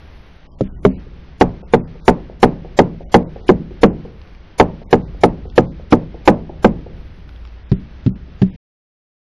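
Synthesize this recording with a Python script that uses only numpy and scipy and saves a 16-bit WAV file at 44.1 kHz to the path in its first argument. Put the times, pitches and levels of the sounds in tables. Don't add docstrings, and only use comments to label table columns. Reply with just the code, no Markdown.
import sys
import numpy as np
from scipy import signal
from scipy.fft import rfft, irfft, next_fast_len
from scipy.io import wavfile
from scipy.ndimage import uniform_filter1d, minimum_filter1d, map_coordinates

SR = 44100
rng = np.random.default_rng(int(sys.argv[2]) if len(sys.argv) > 2 else 0)


def voltage_ratio(level):
    return 10 ** (np.asarray(level, float) / 20)


def transcribe(signal):
    frames = np.atleast_2d(signal).T
    limited = np.clip(frames, -1, 1)
    pcm = np.round(limited * 32767).astype(np.int16)
    wavfile.write(sys.argv[1], SR, pcm)


N = 410571

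# (time [s], force [dB], hardness [dB], high note of the spot [Hz], echo peak [dB], plank)
SOUND_BLOWS = [(1.411, -1.5, 1, 839, -30.5, "fore"), (1.7363, -1, -3.5, 458, -33, "fore"),
               (2.0798, 0, 2.5, 696, -23.5, "middle"), (2.4296, 1.5, 1.5, 693, -23.5, "middle"),
               (2.789, 2.5, -3, 555, -25, "middle"), (3.1423, 1, 0, 809, -22.5, "aft"),
               (3.4911, 0.5, -6, 368, -28, "rib"), (3.8327, 1.5, -2, 475, -24.5, "rib"),
               (4.5985, 1.5, 1.5, 877, -30, "fore"), (4.9284, -.5, -2, 465, -31, "fore"),
               (5.2351, 0.4, -1, 693, -28, "middle"), (5.5787, -3, -1, 490, -30, "aft"),
               (5.9241, -1, -3.5, 295, -25, "aft"), (6.276, 1, 4.5, 803.4, -23.5, "rib"),
               (6.6451, -1.6, 0, 399, -25, "rib")]
# (time [s], force [dB], hardness [dB], echo peak [dB])
ROT_BLOWS = [
    (0.608, -9, -7, -45),
    (0.85, -0.7, 2.5, -33.5),
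    (7.7154, -0.3, -2.5, -46),
    (8.062, 0.8, -7.5, -43),
    (8.417, 1.5, 1.5, -45),
]
SOUND_BAND_HZ = [240, 370, 520, 800, 1700]
ROT_BAND_HZ = [140, 260, 450, 780, 1700]
# (frequency [Hz], level [dB], decay t60 [s], rise [s])
SOUND_MODES = [(100.3, -7.5, 0.28, 0.004), (135, -1.5, 0.23, 0.013), (161.4, -14.5, 0.74, 0.0088),
               (179.9, 2.5, 0.23, 0.0099), (235, 0, 0.14, 0.012), (272.3, 4, 0.089, 0.021),
               (306, 0, .14, 0.0022), (379, -2.5, 0.083, 0.00062), (465, 4.5, 0.11, 0.00071),
               (533.8, 1.5, 0.1, 0.00073), (600, -0.5, 0.1, 0.0004), (743, 8, 0.078, .001),
               (812.4, 5, 0.079, 0.00033), (875.2, 4.5, 0.082, 0.00033), (988.6, -3.5, 0.08, 0.00063),
               (1256, -2.5, 0.077, 0.0028), (1370, -10.5, 0.023, .001), (2080, -6.5, 0.061, 0.00033)]
DAMP_MODES = [(62, -16.5, 0.34, 0.0088), (127.5, 6, 0.083, 0.0026), (188.2, 2, 0.21, 0.0072),
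              (253.7, -4.5, 0.2, 0.009), (327.7, -2, 0.09, 0.0012), (404, 2, 0.06, 0.0012),
              (493, 10.5, 0.035, 0.0011), (610, 1, 0.1, 0.0036), (860, -6, 0.036, 0.00067),
              (1295, 5.5, 0.027, 0.0011), (2105, 0.5, 0.018, 0.0015)]
PUNKY_MODES = [(71.2, -6, 0.19, 0.014), (126, 2.5, 0.13, 0.0031), (145.6, 13.5, 0.054, 0.0051),
               (187.5, 5, 0.18, 0.0037), (244, 5.5, 0.066, 0.0034), (314, 5, 0.069, 0.0069),
               (390, 7.5, 0.087, 0.0016), (625, 0.5, 0.084, 0.00099), (723, 1, 0.024, 0.00091)]
PLANKS = {"fore": ([241, 399], [-13, -13, -11.5, -15, -22]), "middle": ([242, 398],
          [-11.5, -10, -12.5, -15.5, -21.5]), "aft": ([237, 365], [-9.5, -11, -8.5, -14.5, -21]),
          "rib": ([213, 368], [-5.5, -12, -9.5, -16.5, -22])}
# (level [dB], decay t60 [s], rise [s])
PLANK_NOTES = [(3, 0.16, 0.0061), (5, 0.094, .002), (7, 0.068, 0.0015)]
DAMP_COLOUR = [-8, -11, -13, -27, -28]
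PUNKY_COLOUR = [-11.5, -13, -29, -43, -35.5]
HARD_REACH = [.05, .05, 0.65, 1.1, .6]
# (frequency [Hz], decay t60 [s])
WASH_DECAY = [(60, 0.34), (170, 0.89), (230, 0.52), (330, 0.48), (600, 0.31), (1200, .25), (4000, 0.14)]
# (frequency [Hz], level [dB])
WASH_COLOUR = [(40, -1.5), (100, -4.5), (1000, 4), (1300, -4), (2500, -1), (5000, -14), (10000, -30)]
# (frequency [Hz], level [dB])
WALL_COLOUR = [(100, -16), (250, -6), (360, 5.5), (520, 5.5), (700, 2), (1000, -5), (2000, -21.5),
               (5000, -33.5)]
# (time [s], peak level [dB], frequency [Hz])
TICKS = [
    (4.2158, -38, 966.5),
    (4.2744, -42, 800),
    (4.3494, -41, 739),
    (5.4999, -37, 3380),
    (7.2918, -36.5, 1500),
    (7.3615, -42, 3366),
    (7.452, -37, 1230),
    (7.474, -39, 770),
]
# (time [s], level [dB])
TRAFFIC = [(0.0, -45), (0.42, -53), (0.78, -40), (1.0, -45.5), (2.74, -43.5), (3.79, -42.5), (4.28, -46.5),
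           (4.5, -47.5), (5.16, -39.5), (5.6, -42.5), (6.08, -43.5), (6.98, -43), (7.6, -48), (7.98, -44),
           (8.5, -45.5)]
# (frequency [Hz], level per Hz [dB])
RUMBLE_COLOUR = [(7, -40.5), (12, -6.5), (30, 1), (55, -1), (80, -2.5), (110, -12), (170, -10.5),
                 (250, -20.5), (400, -23.5), (880, -120)]
# (time [s], frequency [Hz], level [dB])
ENGINE = [(0, 56.9, -47.5), (1.2, 57.1, -37.5), (2.5, 55, -57.5), (4, 58, -38.5), (4.45, 56.16, -49),
          (5, 55.5, -36), (5.5, 55.55, -32.5), (6.1, 52.62, -32), (6.9, 54.55, -48), (7.5, 58.96, -32.5),
          (8.5, 62, -39)]
# (frequency [Hz], level per Hz [dB])
HISS_COLOUR = [(120, -30), (200, -10.5), (300, -7.5), (530, -7.5), (1080, -13), (2080, -13), (3100, -15),
               (4000, -18), (5000, -21.5), (6300, -29.5), (7000, -61), (10000, -42), (11500, -34.5),
               (13000, -35), (15000, -75.5)]
# (frequency [Hz], gain [dB])
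MIC_RESPONSE = [(1500, -0.5), (3000, -3.5), (6000, -6), (7400, -7.5), (8100, -21), (9500, -2), (12500, -15),
                (16000, -41)]
# (frequency [Hz], gain [dB])
LEAN = [(100, .25), (300, .25), (600, .5), (1000, .65), (2000, .6), (6000, .7)]
# (frequency [Hz], level [dB])
CLINGING_NOISE = [(100, -36), (500, -30), (1200, -27.5), (2500, -20.5), (5000, -9), (8000, 2.5), (15000, 9)]
# (frequency [Hz], level [dB])
FAINTEST_LINE = [(3000, -130), (4500, -108), (6500, -100), (7600, -91), (10000, -97.5), (13000, -99.5),
                 (16000, -94)]
# (time [s], low edge [Hz])
TREBLE_GAPS = [(.47, 1194), (.53, 1194), (.64, 3700), (.68, 1670), (.73, 800), (.772, 1190), (.89, 3000),
               (.93, 3000), (1.625, 1490), (1.775, 2720), (1.82, 1580), (3.038, 900), (3.233, 1700),
               (3.877, 3200), (4.83, 1190), (7.633, 3900), (7.733, 3730), (8.098, 1490), (8.48, 3890)]
# (time [s], low edge [Hz])
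BAND_GAPS = [(.92, 1040), (2.0, 1630), (3.41, 1500), (5.024, 1626), (5.463, 1370), (5.665, 1600),
             (8.5, 1000)]
# (time [s], level [dB])
LEADING_HISS = [
    (3.49, -26),
    (5.578, -35),
    (5.924, -29.5),
]
# (frequency [Hz], level [dB])
LEADING_COLOUR = [(1900, -38.5), (2300, -0.5), (3300, 1), (3700, -14.5), (4900, -6), (5800, -13.5),
                  (6500, -40.5)]

ECHO_S = .2168
END_S = 8.563


def unit(x):
    return x / np.sqrt(np.mean(x ** 2) + 1e-20)


def along(points, hz):
    f, v = np.transpose(points)
    return np.interp(np.log(hz + 1), np.log(f + 1), v)


def curves(rows):
    s, *cols = np.transpose(rows)
    return [np.interp(np.arange(N) / SR, s, c) for c in cols]


def wobble(rate):
    knots = rng.standard_normal(int(N * rate / SR) + 4)
    return map_coordinates(knots, [np.arange(N) * rate / SR])


def coloured(x, points):
    size = next_fast_len(len(x) + 8192)
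    gain = voltage_ratio(along(points, np.fft.rfftfreq(size, 1 / SR)))
    return irfft(rfft(x, size) * gain, size)[:len(x)]


def placed(rows, sounds):
    out = np.zeros(N + SR)
    for (s, *_), sound in zip(rows, sounds):
        out[round(s * SR):][:len(sound)] += sound
    return out[:N]


def struck(s, force_db, hard_db, colour_db):
    return (s, *(np.array(colour_db) + force_db + hard_db * np.array(HARD_REACH)))


def ringing(modes, spot, t, spread_db, detune, loose, snap, snap_s):
    hz, level, t60, rise = np.array(modes).T[..., None]
    level_luck, pitch_luck, phase_luck = rng.standard_normal((3, len(modes), 1))
    fade = voltage_ratio(level + along(spot, hz) + spread_db * level_luck - 60 * t / t60)
    burst = 1 + snap * np.exp(-t / snap_s)
    swell = (1 - np.exp(-t / rise)) ** 2
    tone = np.sin(2 * np.pi * hz * (1 + detune * pitch_luck) * t + loose * phase_luck)
    return (fade * burst * swell * tone).sum(0)


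def mallet_crack(level_db, t, rise_s, crack_s, blunt_hz):
    swell = (1 - np.exp(-t / rise_s)) ** 2
    crack = rng.standard_normal(len(t)) * voltage_ratio(level_db - 60 * t / crack_s) * swell
    return signal.lfilter(*signal.butter(4, blunt_hz, fs=SR), crack)


def wash(spot, size):
    hz, t, z = signal.stft(rng.standard_normal(size), SR, nperseg=512)
    per_hz_db = 10 * np.log10(hz / 300 + 0.033)
    gain_db = along(spot, hz) + along(WASH_COLOUR, hz) - per_hz_db
    fade_db = 60 * t / along(WASH_DECAY, hz)[:, None]
    return signal.istft(z * voltage_ratio(gain_db[:, None] - fade_db), SR, nperseg=512)[1][:size]


def blows(rows, band_hz, woods, bass_db, ring_db, wash_db, crack_db, crack_s, blunt_hz, **ring):
    t = np.arange(SR * 3 // 4) / SR
    sounds = []
    for (s, *spot_db), modes in zip(rows, woods):
        spot = [(band_hz[0] * 0.6, bass_db), *zip(band_hz, spot_db)]
        tone = voltage_ratio(ring_db) * ringing(modes, spot, t, **ring)
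        crack = mallet_crack(spot_db[-1] + crack_db, t, modes[-1][3], crack_s, blunt_hz)
        tail = voltage_ratio(wash_db) * wash(spot, len(t)) * (1 - np.exp(-t / .006))
        sounds.append(tone + crack + tail)
    return sounds


def sound_planks():
    rows, woods = [], []
    for s, force_db, hard_db, high_hz, _, plank in SOUND_BLOWS:
        notes_hz, colour_db = PLANKS[plank]
        rows.append(struck(s, force_db, hard_db, colour_db))
        woods.append(SOUND_MODES + [(hz, *note) for hz, note in zip([*notes_hz, high_hz], PLANK_NOTES)])
    return blows(rows, SOUND_BAND_HZ, woods, bass_db=-14.5, ring_db=-4.0, spread_db=1.53, detune=0.0081,
                 loose=0.71, snap=3.68, snap_s=0.0064, wash_db=2.0, crack_db=11.5, crack_s=0.037, blunt_hz=5107)


def damp_knocks():
    rows = [struck(*row[:3], DAMP_COLOUR) for row in ROT_BLOWS[:2]]
    return blows(rows, ROT_BAND_HZ, [DAMP_MODES] * len(rows), bass_db=-15.5, ring_db=-1.5, spread_db=5.0,
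                 detune=0.025, loose=0.05, snap=1.52, snap_s=0.0084, wash_db=-3, crack_db=15.5,
                 crack_s=0.023, blunt_hz=5634)


def punky_thuds():
    rows = [struck(*row[:3], PUNKY_COLOUR) for row in ROT_BLOWS[2:]]
    return blows(rows, ROT_BAND_HZ, [PUNKY_MODES] * len(rows), bass_db=-11.5, ring_db=-3.0, spread_db=3.0,
                 detune=0.0073, loose=.1, snap=0.88, snap_s=0.0082, wash_db=-3, crack_db=13,
                 crack_s=0.038, blunt_hz=4170)


def far_wall(echoes, sounds):
    t = np.arange(SR // 2) / SR
    out = []
    for (s, db), x in zip(echoes, sounds):
        head = x[:len(t)] * np.exp(-t / .012) * (1 - np.exp(-t / .005))
        head = coloured(head, WALL_COLOUR)
        yard_tail = rng.standard_normal(len(t)) * voltage_ratio(-38 - 60 * t / 0.79)
        scatter = signal.fftconvolve(head, yard_tail)[:len(t)]
        out.append(voltage_ratio(db - 8) * (head + scatter) / np.abs(head).max())
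    return placed(echoes, out)


def ticks():
    t = np.arange(SR // 40) / SR
    grains = []
    for s, db, hz in TICKS:
        grain = rng.standard_normal(len(t)) + .7 * np.sin(2 * np.pi * hz * t)
        grains.append(voltage_ratio(db - 60 * t / 0.011) * grain)
    return coloured(placed(TICKS, grains), [(300, -48.0), (800, -7.5), (2500, 0.5), (5000, -2.5), (8000, -32)])


def engine_drone():
    hz, db = curves(ENGINE)
    phase = 2 * np.pi * np.cumsum(hz + 1.5 * wobble(6)) / SR
    return voltage_ratio(db - 9 + 3 * wobble(5)) * np.sin(phase)


def traffic_rumble():
    level_db, = curves(TRAFFIC)
    return voltage_ratio(level_db + 0.7 * wobble(2)) * unit(coloured(rng.standard_normal(N), RUMBLE_COLOUR))


def hiss():
    passing_db = 3.5 * np.exp(-np.arange(N) / SR / 0.099)
    level_db = -58.5 + passing_db + 1.0 * wobble(15)
    return voltage_ratio(level_db) * unit(coloured(rng.standard_normal(N), HISS_COLOUR))


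def scene():
    hits = sound_planks() + damp_knocks() + punky_thuds()
    hull = placed(SOUND_BLOWS + ROT_BLOWS, hits)
    echoes = [(row[0] + ECHO_S, row[4]) for row in SOUND_BLOWS]
    echoes += [(row[0] + ECHO_S, row[3]) for row in ROT_BLOWS]
    mono = hull + far_wall(echoes, hits) + ticks() + engine_drone() + traffic_rumble() + hiss()
    return np.tile(mono, (2, 1))


def patches(shape, lines, frames, share):
    lucky = rng.random((shape[0] // lines + 1, shape[1] // frames + 1)) < share
    return lucky.repeat(lines, axis=0).repeat(frames, axis=1)[:shape[0], :shape[1]]


def roughened(x):
    hz, t, z = signal.stft(x, SR, nperseg=2048, noverlap=1024)
    size = np.sqrt(np.abs(uniform_filter1d(np.abs(z) ** 2, size=9, axis=1)))
    mid, side = rng.standard_normal(z.shape) + 1j * rng.standard_normal(z.shape)
    noise = np.array([mid + .35 * side, mid - .35 * side])
    z = z + size * voltage_ratio(along(CLINGING_NOISE, hz))[:, None] * noise

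    centre, apart = z.mean(0), (z[0] - z[1]) / 2
    blow = size[0].max(0) > voltage_ratio(-22)
    wide = blow | (np.abs(apart) > voltage_ratio(-71)) & (hz[:, None] > 400)
    z = centre + np.array([1, -1])[:, None, None] * apart * wide

    busy = -minimum_filter1d(-size[0].max(0), size=21) > voltage_ratio(-30)
    floor_db = along(FAINTEST_LINE, hz)[:, None] + 8 * busy * (hz[:, None] > 8000)
    z = z * (np.abs(z.mean(0)) > voltage_ratio(floor_db))
    lucky = patches((len(hz), len(t)), 8, 1, .3)
    z = z * np.where(hz[:, None] > 7600, voltage_ratio(1) * lucky + .08, 1)
    return signal.istft(z, SR, nperseg=2048, noverlap=1024)[1][:, :N]


def dropouts(x):
    hz, t, z = signal.stft(x, SR, nperseg=1024)
    keep = np.ones(z.shape[1:])
    gaps = [(s, edge_hz, 9000) for s, edge_hz in TREBLE_GAPS]
    gaps += [(s, edge_hz, 2.1 * edge_hz) for s, edge_hz in BAND_GAPS]
    for s, low_hz, high_hz in gaps:
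        keep[np.ix_((hz > low_hz) & (hz < high_hz), (t > s) & (t < s + .058))] = 0
    keep = np.maximum(keep, patches(keep.shape, 6, 3, .1))
    return signal.istft(z * keep, SR, nperseg=1024)[1][:, :N]


def leading_swells():
    lead_s = 0.0091
    swell = np.linspace(.4, 1, round(lead_s * SR))
    bursts = [voltage_ratio(db) * swell * unit(coloured(rng.standard_normal(len(swell)), LEADING_COLOUR))
              for s, db in LEADING_HISS]
    return placed([(s - lead_s,) for s, db in LEADING_HISS], bursts)


def roll_off(x):
    return signal.sosfilt(signal.butter(12, 16000, fs=SR, output="sos"), x)


def record(dry):
    hot = voltage_ratio(8.5) * dry
    clipped = hot / (1 + np.abs(hot / .99) ** 16) ** (1 / 16)
    ports = []
    for channel, sign in zip(clipped, (-1, 1)):
        lean = [(hz, sign * db) for hz, db in LEAN]
        ports.append(coloured(coloured(channel, MIC_RESPONSE), lean))
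    rough = dropouts(roughened(np.array(ports))) + leading_swells()
    gate = np.clip((END_S - np.arange(N) / SR) / .004, 0, 1)
    return roll_off(np.clip(rough - .0038, -1, 1) * gate)


dry = scene()
out = record(dry)
transcribe(out)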